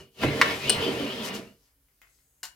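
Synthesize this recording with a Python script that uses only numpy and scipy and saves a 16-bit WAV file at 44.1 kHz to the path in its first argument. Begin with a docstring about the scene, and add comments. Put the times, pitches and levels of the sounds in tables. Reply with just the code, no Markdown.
"""A steel-framed stool lying on its side is dragged round on a workbench in a quiet garage.
The frame sticks and slips, so its tubes and panels drone, groan and squeal while grit rasps under it.
It bumps down and knocks once, and a wrench in the hand clinks on the tube.
After the turn come light ticks, a faint squeak and a last metal click."""
import sys
import numpy as np
from scipy import signal
from scipy.fft import rfft, irfft
from scipy.io import wavfile
from scipy.ndimage import uniform_filter1d

SR = 44100
rng = np.random.default_rng(int(sys.argv[2]) if len(sys.argv) > 2 else 0)


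def unload_audio(sound):
    """Save the sound as a 16-bit wav file, at the path given as the first command line argument."""
    columns = np.transpose(np.atleast_2d(sound))
    # keep every value between -1 and 1, then stretch to whole-number steps
    steps = np.round(np.clip(columns, -1, 1) * 32767)
    wavfile.write(sys.argv[1], SR, steps.astype(np.int16))


N = 112454
TIME = np.arange(N) / SR

# Levels in all tables are relative. A fade_s is the time a sound takes to fall by 60 dB.
# Notes the steel tubes ring with: pitch_hz, level_db, fade_s
TUBE_NOTES = [(2476, 6.5, 0.33), (2930, 12.5, 0.038), (3206, -1.5, 0.051), (3180, 0, 0.058),
              (4170, -14.5, .25)]
# Notes the frame rings with when knocked: pitch_hz, level_db, fade_s
KNOCK_NOTES = [(1033, -11, .05), (1338, 4.5, 0.038), (1640, -9, 0.06), (1846, -4, 0.17), (2190, 0, .08),
               (2815, -4, .08), (3670, -5.5, 0.094)]
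# Tone of the frame rasping or clacking on the bench: pitch_hz, level_db
RASP_TONE = [(200, -22.5), (500, 1.5), (700, 1), (900, -0.5), (1700, 0), (2200, 0.5), (2600, -5),
             (3500, -33)]


def from_db(db):
    """Turn decibels into a gain."""
    return 10 ** (np.asarray(db) / 20)


def level_one(x):
    """Scale a sound to an average (RMS) level of one."""
    return x / np.sqrt(np.mean(x ** 2) + 1e-20)


def steady(x, span_s=0.037):
    """Hold the running level at one, keeping the fine grain."""
    power = uniform_filter1d(np.mean(x ** 2, axis=0), int(span_s * SR))
    return x / np.sqrt(np.abs(power) + 1e-12)


def gains(rows):
    """Turn each level column of a table into a gain for every sample."""
    time_s, *columns = np.transpose(rows)
    return [from_db(np.interp(TIME, time_s, level_db)) for level_db in columns]


def fade(t, fade_s):
    """Die away by 60 dB every fade_s seconds."""
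    return np.exp(-np.log(1000) * t / fade_s)


def convolve(x, response):
    """Let every sample of x set off its own copy of the response."""
    return signal.fftconvolve(np.atleast_2d(x), np.atleast_2d(response), axes=1)[:, :N]


def shape_tone(x, tone, amount=1):
    """Filter a sound to follow a table of pitch_hz, level_db; amount scales the decibels."""
    size = 8192
    pitch_hz, level_db = np.transpose(tone)
    grid_hz = np.maximum(np.fft.rfftfreq(size, 1 / SR), 1)
    curve_db = amount * np.interp(np.log(grid_hz), np.log(pitch_hz), level_db)
    cepstrum = irfft(np.log(from_db(curve_db)))
    # Fold it in half so the filter never sounds before its input.
    cepstrum[1:size // 2] *= 2
    cepstrum[size // 2 + 1:] = 0
    return convolve(x, irfft(np.exp(rfft(cepstrum))))


def ringing(notes):
    """A struck body rings as fading sine waves, here with alternating signs."""
    t = TIME[:SR // 2]
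    return sum((-1) ** k * from_db(level_db) * fade(t, fade_s) * np.sin(2 * np.pi * pitch_hz * t)
               for k, (pitch_hz, level_db, fade_s) in enumerate(notes))


def garage(x, wet_db):
    """Add a short echo at wet_db, alike on both sides in the bass and dying sooner in the treble."""
    wide_above_hz, treble_hz, build_s = 704, 4000, 0.0033
    t = TIME[:SR // 2]
    mid, side = rng.standard_normal((2, len(t)))
    side = signal.sosfilt(signal.butter(1, wide_above_hz, "high", fs=SR, output="sos"), side)
    echo = np.array([mid + side, mid - side]) * (1 - np.exp(-t / build_s))
    low = signal.sosfilt(signal.butter(2, treble_hz, fs=SR, output="sos"), echo)
    echo = low * fade(t, fade_s=0.29) + (echo - low) * fade(t, fade_s=0.22)
    return x + from_db(wet_db) * convolve(x, level_one(echo) / np.sqrt(len(t)))


def blows(rows):
    """One sharp push for each row of start_s, level_db."""
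    out = np.zeros(N)
    for start_s, level_db in rows:
        out[int(start_s * SR)] += from_db(level_db)
    return out


def unit_hit(x):
    """Scale a hit to the energy of ten milliseconds at level one."""
    return x * np.sqrt(.01 * SR / np.sum(x ** 2))


def crack(tone, fade_s, snap_db):
    """A sharp snap of contact, then a quickly dying burst of noise."""
    t = TIME[:SR // 4]
    burst = rng.standard_normal(len(t)) * fade(t, fade_s)
    burst[0] = from_db(snap_db) * np.linalg.norm(burst)
    return unit_hit(shape_tone(burst, tone))


def strike(rows, tone, notes, crack_s, snap_db, ring_db, wet_db, pan_db):
    """Each contact cracks and sets a body ringing in the room; positive pan_db leans left."""
    hits = blows(rows)
    cracks = convolve(hits, crack(tone, crack_s, snap_db))
    ring = from_db(ring_db) * convolve(hits, unit_hit(ringing(notes)))
    return garage(cracks + ring, wet_db) * from_db([[pan_db / 2], [-pan_db / 2]])


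def slips(per_s, spread_db):
    """Random little jerks of uneven size."""
    size = from_db(spread_db * np.minimum(rng.exponential(1, N), 4)) * rng.choice([-1, 1], N)
    return size * (rng.random(N) < per_s / SR)


def rubbing_tone(path, bands, wander, wet_db):
    """Friction drives narrow bands of noise that waver around a path of pitch and level."""
    waver_hz = 32
    time_s, pitch_hz, level_db = np.transpose(path)
    slow = signal.butter(2, waver_hz, fs=SR, output="sos")
    out = 0
    for multiple, band_db, width_hz in bands:
        waver = level_one(signal.sosfilt(slow, rng.standard_normal(N)))
        centre_hz = multiple * np.interp(TIME, time_s, pitch_hz) * (1 + wander * waver)
        carrier = np.exp(2j * np.pi * np.cumsum(centre_hz) / SR)
        narrow = signal.butter(2, width_hz / 2, fs=SR, output="sos")
        # Keep only the noise close to the moving pitch.
        band = np.real(carrier * signal.sosfilt(narrow, rng.standard_normal(N) / carrier))
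        out = out + from_db(band_db) * level_one(band)
    return from_db(np.interp(TIME, time_s, level_db)) * steady(garage(out, wet_db), span_s=0.18)


def background():
    """The quiet garage: a low rumble with a faint hiss."""
    # Tone of the room's noise: pitch_hz, level_db
    tone = [(15, -33), (25, -8.5), (64, 5.5), (125, -11.5), (300, -16.5), (796, -25.5), (1520, -24),
            (5000, -30), (9840, -22), (13200, -17.5), (16000, -23.5)]
    noise = garage(rng.standard_normal(N), wet_db=7.5)
    return from_db(-68.5) * level_one(shape_tone(noise, tone))


def light_ticks():
    """Light contacts after the turn barely ring the tubes."""
    # The contacts: start_s, level_db
    hits = [(1.886, -76.5), (2.0172, -57.5), (2.072, -69.5), (2.188, -76)]
    # Tone of their crack: pitch_hz, level_db
    tone = [(200, -14), (1000, -11), (2400, 2.5), (3300, -10), (6000, -16), (12000, -18.5), (16000, -17)]
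    return strike(hits, tone, TUBE_NOTES, crack_s=.012, snap_db=0, ring_db=-24, wet_db=3.5, pan_db=2.5)


def metal_squeak():
    """Sliding metal squeaks faintly before the last click."""
    # Course of the squeak: time_s, pitch_hz, level_db
    path = [(2.0, 6440, -100), (2.1, 6484, -73.5), (2.24, 6760, -75.5), (2.41, 6440, -77),
            (2.45, 6317, -100)]
    # Bands that follow it: pitch_multiple, level_db, width_hz
    bands = [(1.0, -0.5, 450), (1.21, -0.5, 399.5), (1.6, -2, 2510)]
    return rubbing_tone(path, bands, wander=.015, wet_db=-3)


def last_click():
    """Three quick metal contacts make one bright click."""
    # The contacts: start_s, level_db
    hits = [(2.431, -36), (2.4365, -42), (2.452, -44.5)]
    # Tone of their crack: pitch_hz, level_db
    tone = [(200, -17.5), (600, -9.5), (1000, 2.5), (2500, 0), (3400, -3.5), (4600, 1.5), (7300, -2.5),
            (8300, -8), (12500, -9), (16000, -16)]
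    # Notes the metal rings with: pitch_hz, level_db, fade_s
    notes = [(1090, -17, 0.1), (2550, -17, 0.08), (2880, 2, 0.13), (4200, 0.5, 0.055), (5800, -5, 0.04),
             (7290, 9, 0.021), (8870, 3.5, 0.037), (12900, -12, .08)]
    return strike(hits, tone, notes, crack_s=.089, snap_db=-18, ring_db=-2.5, wet_db=-5.5, pan_db=0.5)


def wrench_clink():
    """The wrench hits the tube and rings high."""
    # The contacts: start_s, level_db
    hits = [(.6962, -19.5), (.7003, -23.5), (.7028, -26)]
    # Tone of their crack: pitch_hz, level_db
    tone = [(300, -26), (2200, -12.5), (3000, -0.5), (3700, -9), (5000, -11.5), (7400, -14.5), (8200, -0.5),
            (9000, 1.5), (9700, -17.5), (13000, -22.5), (16000, -31)]
    # Notes the wrench rings with: pitch_hz, level_db, fade_s
    notes = [(2935, 9.5, .14), (4180, 8, 0.22), (5600, -9, .07), (8090, 0, .09), (8764, -2, 0.1),
             (9050, -2, .08)]
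    return strike(hits, tone, notes, crack_s=.018, snap_db=-5.5, ring_db=-3.5, wet_db=-12.5, pan_db=0.5)


def frame_knock():
    """Three hard contacts come so close together that they sound as one knock."""
    # The contacts: start_s, level_db
    hits = [(.4143, -13), (.4178, -18.5), (.4215, -20)]
    # Tone of their crack: pitch_hz, level_db
    tone = [(100, -19.5), (400, -14), (750, -11.5), (1100, 8.5), (1800, 5), (3000, -2), (4700, -3.5),
            (6500, -16), (9000, -22.5), (16000, -27)]
    return strike(hits, tone, KNOCK_NOTES, crack_s=.025, snap_db=-3, ring_db=-6.5,
                  wet_db=-6.5, pan_db=-0.5)


def frame_bumps():
    """The frame drops on the bench with low thuds and dull clacks."""
    # The landings: start_s, thud_db, clack_db
    landings = [(.230, -50, -33), (0.235, -25.5, -26.5), (0.246, -21, -34), (0.285, -26, -38),
                (0.881, -33, -48.5)]
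    # Tone of a thud: pitch_hz, level_db
    thud_tone = [(30, -16), (90, -0.5), (300, 13), (500, -12.5), (900, -20), (3000, -57)]
    thud_hits = [(start_s, thud_db) for start_s, thud_db, _ in landings]
    clack_hits = [(start_s, clack_db) for start_s, _, clack_db in landings]
    thuds = convolve(blows(thud_hits), crack(thud_tone, fade_s=.018, snap_db=-4))
    clacks = strike(clack_hits, RASP_TONE, KNOCK_NOTES, crack_s=.017, snap_db=-8, ring_db=-9.5,
                    wet_db=-2.5, pan_db=1.5)
    return thuds + clacks


def frame_groan():
    """The rubbing frame groans, sinking in pitch as the turn slows."""
    # Course of the groan: time_s, pitch_hz, level_db
    path = [(.72, 445, -88), (.815, 483, -30), (.875, 387, -36.5), (.94, 388, -34.5), (.96, 293, -42),
            (1.01, 278, -29), (1.1, 241.5, -42), (1.15, 259, -42), (1.26, 208.3, -40.5),
            (1.48, 207.4, -50.5), (1.66, 210, -100)]
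    # Bands that follow it: pitch_multiple, level_db, width_hz
    bands = [(1.0, -5, 40), (2.0, -15, 90)]
    return rubbing_tone(path, bands, wander=.03, wet_db=-6)


def frame_squeal():
    """Friction makes the sliding frame squeal at a high, restless pitch."""
    # Course of the squeal: time_s, pitch_hz, level_db
    path = [(0, 2900, -52), (.13, 2900, -79), (.245, 2500, -33), (.285, 2750, -32.5), (.3, 2200, -35.5),
            (.335, 2130, -36.5), (.37, 2100, -48), (.5, 2150, -36), (.6, 2450, -43.5), (.645, 2580, -36),
            (.69, 3050, -32), (.79, 2800, -40), (.84, 3280, -32), (.91, 3000, -37.5), (.95, 2700, -46),
            (.99, 3100, -41), (1.07, 2750, -42), (1.135, 3300, -38.5), (1.155, 3050, -54),
            (1.195, 3350, -42.5), (1.28, 2800, -46), (1.36, 2900, -43), (1.415, 2450, -60.5),
            (1.49, 2842, -58), (1.6, 2950, -97.5)]
    # Bands that follow it: pitch_multiple, level_db, width_hz
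    bands = [(1.0, -1.5, 190), (.82, -8.5, 190), (1.5, -14, 400)]
    return rubbing_tone(path, bands, wander=.015, wet_db=-0.5)


def grit_scrape():
    """Fine grit under the frame rasps, rings the tubes and hisses."""
    # Strength of the rasp and the tubes' ring: time_s, rasp_db, ring_db
    rasp_levels = [(0.0, -53, -65.5), (0.126, -84.5, -80), (0.238, -28.5, -32), (0.26, -44, -43.5),
                   (0.4, -35.5, -40), (0.508, -32, -34.5), (0.59, -41.5, -45), (0.73, -37.5, -30),
                   (0.776, -31.5, -41), (0.842, -36, -35.5), (0.92, -37, -42.5), (1.2, -42, -42),
                   (1.28, -37.5, -44.5), (1.37, -42.5, -45.5), (1.42, -50.5, -58), (1.6, -81, -87),
                   (1.69, -75.5, -88), (1.78, -88, -104)]
    # Strength of the sliding hiss: time_s, level_db
    hiss_levels = [(0, -54), (.1, -80.5), (.24, -43.5), (.33, -53), (.38, -46.5), (.68, -46.5), (1.0, -50),
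                   (1.21, -56.5), (1.25, -36), (1.29, -41), (1.32, -68), (1.35, -38.5), (1.39, -50),
                   (1.42, -58.5), (1.58, -73.5), (1.66, -68), (1.76, -83.5), (2.0, -76.5), (2.18, -70.5),
                   (2.3, -83)]
    # Tone of the bright scratch that goes with the ring: pitch_hz, level_db
    scratch_tone = [(1500, -19), (2400, -7.5), (3000, 5), (3700, 2), (4800, -2), (6000, -11.5), (8000, -26)]
    # Tone of the hiss: pitch_hz, level_db
    hiss_tone = [(2000, -12.5), (4500, 6), (6000, 3.5), (8500, -5), (12500, -5.5), (16000, -21)]
    rasp_gain, ring_gain = gains(rasp_levels)
    hiss_gain, = gains(hiss_levels)
    grit = garage(slips(per_s=3200, spread_db=2.5), wet_db=2.5)
    rasp = steady(shape_tone(grit, RASP_TONE))
    tubes = from_db(-8) * steady(convolve(grit, ringing(TUBE_NOTES)))
    scratch = from_db(-0.5) * steady(shape_tone(grit, scratch_tone))
    hiss = from_db(-2.5) * steady(shape_tone(grit, hiss_tone))
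    return rasp_gain * rasp + ring_gain * (tubes + scratch) + hiss_gain * hiss


def stick_and_slip():
    """The dragged stool sticks and slips; the jerks make the bench boom and the frame drone."""
    # Strength of the shaking: time_s, boom_db, drone_db
    shake_levels = [(0.0, -45, -48.5), (0.14, -77, -72), (0.246, -24.5, -23.5), (0.278, -23, -33),
                    (0.382, -37, -29.5), (0.544, -40.5, -35.5), (0.606, -46, -45.5), (0.666, -31.5, -35.5),
                    (0.71, -45.5, -30), (0.77, -30.5, -38.5), (0.83, -36, -34), (0.88, -41, -26),
                    (0.918, -37.5, -32), (1.026, -39, -34), (1.14, -46, -39.5), (1.39, -47, -39.5),
                    (1.7, -81.5, -88.5)]
    # Notes of the bench top: pitch_hz, level_db, fade_s
    bench_notes = [(70, -15.5, 0.02), (90.6, -8, 0.18), (123.84, -5.5, 0.22), (141.46, -1.5, 0.17)]
    # Low notes of the frame: pitch_hz, level_db, fade_s
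    frame_notes = [(210.8, -3, 0.22), (241.4, -1, 0.14), (266.6, -2, .2), (295.5, -4, 0.28), (384, -1, .17),
                   (426.8, -8.5, 0.26), (459.3, -2.5, 0.2), (533, -3, .12), (603, -8.5, 0.45),
                   (652, -3.5, 0.09)]
    boom_gain, drone_gain = gains(shake_levels)
    jerks = slips(per_s=240, spread_db=1)
    boom = from_db(-4.5) * steady(convolve(jerks, ringing(bench_notes)))
    drone = from_db(-0.5) * steady(garage(convolve(jerks, ringing(frame_notes)), wet_db=-6))
    return boom_gain * boom + drone_gain * drone


def scene():
    """Mix the stool's sounds, bass to the right and treble to the left, over the background."""
    # Lean to the left, of which each side takes a share: pitch_hz, lean_db
    lean = [(100, -4.5), (400, -2.5), (700, -3), (1300, 1), (2400, 0.5), (4400, 6), (8500, 10.5),
            (12500, 9)]
    contacts = frame_knock() + wrench_clink() + light_ticks() + last_click()
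    sliding = stick_and_slip() + grit_scrape() + frame_squeal() + frame_groan() + metal_squeak()
    left, right = contacts + sliding + frame_bumps()
    stool = np.vstack([shape_tone(left, lean, amount=0.45), shape_tone(right, lean, amount=-0.37)])
    return stool + background()


def record(dry):
    """Stop peaks at full scale and cut the highest treble."""
    cutoff_hz = 16000
    return signal.sosfilt(signal.ellip(10, .1, 80, cutoff_hz, fs=SR, output="sos"), np.clip(dry, -1, 1))


dry = scene()
out = record(dry)
unload_audio(out)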